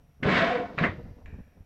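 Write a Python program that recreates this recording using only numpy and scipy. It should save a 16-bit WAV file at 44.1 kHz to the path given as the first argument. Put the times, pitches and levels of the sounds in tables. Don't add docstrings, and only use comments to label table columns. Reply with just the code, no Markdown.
import sys
import numpy as np
from scipy import signal
from scipy.fft import rfft, irfft
from scipy.io import wavfile
from scipy.ndimage import uniform_filter1d

SR = 44100
rng = np.random.default_rng(int(sys.argv[2]) if len(sys.argv) > 2 else 0)


def pcm_store(signal):
    levels = np.round(np.clip(np.atleast_2d(signal), -1, 1) * 32767)
    wavfile.write(sys.argv[1], SR, levels.astype(np.int16).T)


def decibels_to_gain(level_db):
    exponent = np.asarray(level_db, float) / 20
    return 10 ** exponent


N = 72765

# (frequency [Hz], level [dB])
STEEL = [(410, -26.5), (700, -4), (813, -13.5), (1050, -5), (1890, -5), (2840, -18.5), (3830, -26.5),
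         (8090, -56.5), (9000, -61.5), (11700, -71), (15000, -81), (19800, -78.5)]
# (time [s], level [dB], brightness [dB], weight [dB])
RATTLE = [
    (0.226, -62, -3.5, 22),
    (0.231, -35, -9.5, 12),
    (0.25, -36, -8, 10.5),
    (0.282, -33, -8.5, 13.5),
    (0.29, -29.5, -7.5, 9),
    (0.379, -24.5, -8, -1),
    (0.557, -35.5, -11.5, -6),
    (0.717, -56.5, -18, -1),
    (0.78, -64.5, 5, 5),
]


def evened(x):
    return x / np.sqrt(np.mean(x ** 2) + 1e-20)


def read(points, hz):
    f, value = np.transpose(points)
    return np.interp(np.log(hz + 1), np.log(f + 1), value)


def curve(rows, column=1, outside=-120):
    rows = np.array(rows)
    return np.interp(np.arange(N) / SR, rows[:, 0], rows[:, column], outside, outside)


def add(mix, s, sound):
    part = mix[round(s * SR):][:len(sound)]
    part += sound[:len(part)]


def colour(x, points, lo_hz=0, hi_hz=30000):
    hz = np.fft.rfftfreq(len(x), 1 / SR) + 1
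    edges = 1 / np.sqrt((1 + (lo_hz / hz) ** 8) * (1 + (hz / hi_hz) ** 8))
    return evened(irfft(rfft(x) * decibels_to_gain(read(points, hz)) * edges, len(x)))


def resonate(x, hz, width):
    turn = np.exp(2j * np.pi * np.cumsum(hz * np.ones(len(x))) / SR)
    r = np.exp(-np.pi * abs(width) / SR)
    return 2 * (turn * signal.lfilter([1 - r], [1, -r], x / turn)).real


def noise_band(noise, hz, width):
    return evened(resonate(resonate(noise, hz, width), hz, width))


def site_floor():
    # (frequency [Hz], level [dB])
    hush = [(410, -38.5), (700, 1), (851, -13.5), (2510, -18), (4500, -27), (5920, -28.5), (7770, -31),
            (11300, -28.5), (15700, -31)]
    # (frequency [Hz], tone level [dB], skirt level [dB])
    whines = [(5749, -84.5, -97), (11499, -91, -92), (11612, -92, -100), (14500, -104, -104),
              (5281, -92, -105)]
    t = np.arange(N) / SR
    out = decibels_to_gain(-74) * colour(rng.standard_normal(N), hush, lo_hz=745)
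    for hz, db, skirt_db in whines:
        out += decibels_to_gain(db) * np.sin(2 * np.pi * hz * t)
        out += decibels_to_gain(skirt_db) * noise_band(rng.standard_normal(N), hz, width=300)
    return out


def wind():
    # (time [s], gust level [dB], roar over gust [dB])
    gusts = [(0.0, -51, -10.5), (0.178, -55, -17), (0.26, -52, 27.5), (0.38, -47, 20.5),
             (0.564, -47.5, 17.5), (0.766, -52, 10.5), (0.79, -43, 13.5), (0.868, -46, 16.5),
             (0.942, -47.5, -0.5), (1.006, -40.5, -3.5), (1.024, -43, -12.5), (1.262, -51.5, -1.5),
             (1.406, -42.5, -11.5), (1.432, -54, -10.5), (1.584, -51, -5), (1.65, -55, -16)]
    # (frequency [Hz], level [dB])
    wind_colour = [(12, -20), (20, -9), (80, -4), (113, -11.5), (301, -16), (341, -22), (464, -16),
                   (526, -18.5), (1500, -36.5), (1950, -68), (3300, -120)]
    lump_db, split_hz = 3, 200
    lumps = evened(uniform_filter1d(uniform_filter1d(rng.standard_normal(N), 700), 700))
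    noise = rng.standard_normal(N)
    low = colour(noise, wind_colour, hi_hz=split_hz)
    roar = colour(noise, wind_colour, lo_hz=split_hz)
    gust_gain = decibels_to_gain(curve(gusts, outside=-60) + lump_db * lumps - 4.0)
    roar_gain = decibels_to_gain(curve(gusts, column=2, outside=0) - 2.0)
    return gust_gain * (low + roar_gain * roar)


def fizz(x):
    size = np.sqrt(abs(uniform_filter1d(x ** 2, size=130)))
    grit = colour(rng.standard_normal(N), [(9000, -2), (11500, -1), (16000, -12.5)], lo_hz=8500)
    return decibels_to_gain(-59) * size * grit


def hall(x):
    # (frequency [Hz], time to fall 60 dB [s])
    decay = [(200, 0.54), (1000, 1.4), (2000, 1), (4000, 1.23), (6000, 2.6), (10000, 0.87)]
    tilt_db = 7.5
    taps = np.zeros(SR)
    at = np.arange(400, SR - 20, 20)
    taps[at + rng.integers(0, 20, len(at))] = rng.choice([-1., 1.], len(at))
    hz, t, z = signal.stft(taps, SR, nperseg=256)
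    tilt = tilt_db * np.log2(np.clip(hz, 300, 5000) / 2000)
    fall = -60 * t / read(decay, hz)[:, None]
    tail = signal.istft(z * decibels_to_gain(tilt[:, None] + fall), SR, nperseg=256)[1]
    return signal.fftconvolve(x, tail / np.linalg.norm(tail))[:N]


def far_tap():
    # (frequency [Hz], width [Hz], level [dB])
    resonances = [(1754, 450, 6), (2310, 390, 3.5), (3620, 550, -12.5), (6840, 900, -21)]
    start_s, level_db, tail_t60_s, tap_t60_s = 1.259, -59.5, 1, 0.16
    t = np.arange(SR // 2) / SR
    noise = rng.standard_normal(len(t))
    body = sum(decibels_to_gain(db) * noise_band(noise, hz, width) for hz, width, db in resonances)
    tail = decibels_to_gain(level_db - 60 * t / tail_t60_s)
    tap = decibels_to_gain(level_db - 6.0 - 60 * t / tap_t60_s)
    return start_s, evened(body) * (tail + tap) * np.minimum(t / 0.0016, 1)


def singing():
    # (frequency [Hz], level [dB])
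    kept_modes = [(1023, -36.5), (1082, -34.5), (1507, -34), (1739, -40.5), (1836, -43), (1922, -38.5),
                  (2229, -38), (2272, -36.5), (2670, -43), (3020, -61), (3548, -77), (3693, -48)]
    modes = sum(decibels_to_gain(db) * evened(resonate(rng.standard_normal(N), hz, width=10)) for hz, db in kept_modes)
    return decibels_to_gain(curve(RATTLE) - 4) * evened(modes)


def groan(start, length, hz, db):
    roughness = 0.25
    t = np.arange(0, length, 1 / SR)
    turn = 2 * np.pi * hz * t
    rough = noise_band(rng.standard_normal(SR // 4)[:len(t)], hz, width=60)
    clean = np.sin(turn) + decibels_to_gain(-18) * np.sin(turn / 2) + decibels_to_gain(-18) * np.sin(2 * turn)
    tone = np.sqrt(2) * (1 - roughness) * clean + roughness * rough
    swell = abs(np.sin(np.pi * (t / length) ** .9)) ** .6
    return start, decibels_to_gain(db) * swell * tone


def pipe_tick():
    t60_s = 0.08
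    t = np.arange(4096) / SR
    hz = (np.geomspace(300, 12000, num=90) * rng.uniform(.97, 1.03, 90))[:, None]
    phase = 2 * np.pi * rng.random((90, 1))
    decay = decibels_to_gain(-60 * t * (hz / 2000) ** .5 / t60_s)
    return (np.sqrt(hz) * np.sin(2 * np.pi * hz * t + phase) * decay).sum(0)


def rattle():
    # (time [s], level [dB], brightness [dB], weight [dB])
    second_rattle = [
        (0.775, -61.5, 9, -9),
        (0.785, -27, -21, -1),
        (0.827, -31.5, -8.5, 4),
        (0.841, -21, -21.5, 2.5),
        (0.939, -50.5, -9, 15.5),
        (1.05, -68, -25, 23),
        (1.2, -96, -8.5, 26.5),
    ]
    # (frequency [Hz], level [dB])
    stack = [(29, -51), (50, -19.5), (178, 2), (372, -7), (413, -13.5), (600, -7.5), (780, -28.5),
             (1320, -120)]
    ticks_per_s, tick_spread_db, scrape_db, split_hz = 900, 2.2, 0.5, 3670
    size = decibels_to_gain(tick_spread_db * np.minimum(rng.exponential(1, N), 4))
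    size = size * (rng.random(N) < ticks_per_s / SR)
    which, ticks = rng.integers(0, 12, N), np.zeros(N)
    for k in range(12):
        ticks += signal.oaconvolve(size * (which == k), pipe_tick())[:N]
    ticks /= np.sqrt(uniform_filter1d(ticks ** 2, 2000) + 1e-9)
    ticks = ticks + decibels_to_gain(scrape_db) * rng.standard_normal(N)
    low = colour(ticks, STEEL, hi_hz=split_hz)
    high = colour(ticks, STEEL, lo_hz=split_hz)
    shake = colour(rng.standard_normal(N), stack)
    out = np.zeros(N)
    for rows, trim_db in ((RATTLE, -1.5), (second_rattle, -5.0)):
        brightness = decibels_to_gain(curve(rows, column=2, outside=0))
        weight = decibels_to_gain(curve(rows, column=3, outside=0) - 4.5)
        out += decibels_to_gain(curve(rows) + trim_db) * (low + brightness * high + weight * shake)
    return out


def thud(start, db, hz, t60):
    t = np.arange(SR // 3) / SR
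    turn = 2 * np.pi * hz * t
    push = np.sin(turn) + 0.18 * np.sin(2 * turn + 0.72)
    return start, decibels_to_gain(db - 60 * t / t60) * (1 - np.exp(-t / 0.0012)) * push


def knock(start, db, hz, t60):
    # (frequency [Hz], level [dB], time to fall 60 dB [s])
    pipe = [(1220, -20, 0.42), (1350, -44, 5.0), (1580, -31.5, 0.46), (1660, -31, 0.16),
            (1880, -26.5, 0.41), (2000, 3.5, 0.0482), (2020, -33.5, 5.0), (2500, -23.5, 0.14),
            (3940, -22.5, 0.033)]
    wide_db, crack_db, crack_s, ring_db, ring_max_s = -0.5, 0, 0.0015, -4.5, 0.053
    t = np.arange(SR // 2) / SR
    noise, spread = rng.standard_normal(len(t)), rng.standard_normal((len(pipe), 2))
    body = noise_band(noise, hz, width=550) + decibels_to_gain(wide_db) * colour(noise, STEEL)
    crack = np.exp(-t / crack_s) * (np.sin(2 * np.pi * hz * t) + 0.04 * body)
    out = 0.22 * body * decibels_to_gain(-60 * t / t60) + decibels_to_gain(crack_db) * crack
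    for (f, level_db, ring), (a, b) in zip(pipe, spread):
        near_db = -6 * np.log2(f / hz) ** 2 / 0.79
        mode_db = ring_db + 0.55 * level_db + near_db + 8.8 * a
        fall_db = -60 * t / min(ring, ring_max_s, 0.36 * t60)
        out += 0.22 * decibels_to_gain(mode_db + fall_db) * np.sin(2 * np.pi * f * (1 + 0.044 * b) * t)
    return start, decibels_to_gain(db) * np.minimum(t / .0005, 1) * out


def scene():
    # (time [s], peak level [dB], centre [Hz], time to fall 60 dB [s])
    knocks = [(.2255, -42, 1490, .03), (0.2315, -17, 2050, 0.07), (0.2865, -20, 1500, .04),
              (.2935, -14, 1800, .05), (.303, -22.5, 1074, 0.029), (.3365, -24, 1560, 0.04),
              (.3505, -18.5, 1510, 0.023), (.3715, -15, 1750, 0.051), (.392, -17.5, 1800, 0.024),
              (.409, -21.5, 1520, 0.025), (0.781, -22, 1476, 0.037), (.7862, -15, 2300, 0.07),
              (.788, -28, 3900, .09), (.8388, -12.5, 1950, 0.14), (.8335, -24, 1780, 0.027),
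              (0.851, -20.5, 2000, 0.2), (.99, -51, 650, 0.037), (1.0103, -56, 1480, 0.035),
              (1.259, -40, 2300, 0.047), (1.2586, -63.5, 6870, .05)]
    # (time [s], peak level [dB], pitch [Hz], time to fall 60 dB [s])
    thuds = [(.203, -30.5, 152, 0.015), (0.224, -28.5, 164.5, 0.062), (0.257, -14, 153.6, 0.095),
             (0.2693, -10, 200, 0.053), (0.301, -24, 201, 0.13), (0.356, -18.5, 239, 0.07),
             (0.409, -27.5, 177, 0.1), (.776, -23, 167, 0.045), (0.8099, -13.5, 169, 0.05),
             (0.8227, -16, 175.5, 0.043), (0.829, -21.5, 231, 0.056), (0.861, -26.5, 145, 0.032),
             (0.889, -24.5, 93, 0.12), (0.982, -33, 141, 0.071), (1.041, -27.5, 95, 0.023),
             (1.11, -33, 94, 0.071), (1.236, -41.5, 82.3, 0.16), (1.251, -35, 47.7, 0.11),
             (1.282, -31, 69, 0.059), (1.3271, -31.5, 172, 0.03), (1.335, -33, 74, 0.11),
             (1.36, -37, 174, 0.051), (1.374, -37, 153, 0.024), (1.38, -45, 410, 0.012),
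             (1.387, -28, 200, 0.022), (1.393, -36, 181, 0.043), (1.403, -32, 200, 0.028),
             (1.41, -34.5, 54.4, 0.046), (1.606, -31.5, 68, 0.04)]
    # (start [s], length [s], pitch [Hz], level [dB])
    groans = [(.402, .028, 663, -24), (.42, .032, 668, -23), (.45, .05, 682, -27), (.499, .034, 716, -26),
              (.538, .028, 703, -30), (.578, .04, 718, -31), (.616, .055, 707, -35), (.68, .05, 700, -45),
              (.422, .03, 545, -29), (.455, .035, 470, -34), (.485, .025, 508, -35), (.512, .03, 503, -29),
              (.54, .036, 490, -24), (.58, .024, 490, -31), (.602, .034, 489, -30), (.51, .1, 247, -38),
              (.705, .03, 490, -43), (.985, .04, 480, -47), (1.09, .14, 490, -60)]
    hall_db, air_edge_hz, air_leak_db = -20, 8100, -36
    steel, lows = rattle() + singing(), np.zeros(N)
    for row in knocks:
        add(steel, *knock(*row))
    add(steel, *far_tap())
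    for row in thuds:
        add(lows, *thud(*row))
    for row in groans:
        add(steel, *groan(*row))
    steel = steel + decibels_to_gain(hall_db) * hall(steel)
    dull = signal.sosfilt(signal.butter(8, air_edge_hz, fs=SR, output="sos"), steel)
    dull = dull + decibels_to_gain(air_leak_db) * steel
    return (dull + fizz(dull) + lows + wind() + site_floor())[None]


def roll_off(x):
    return signal.sosfilt(signal.butter(12, 15750, fs=SR, output="sos"), x)


def record(dry):
    return roll_off(dry)


dry = scene()
out = record(dry)
pcm_store(out)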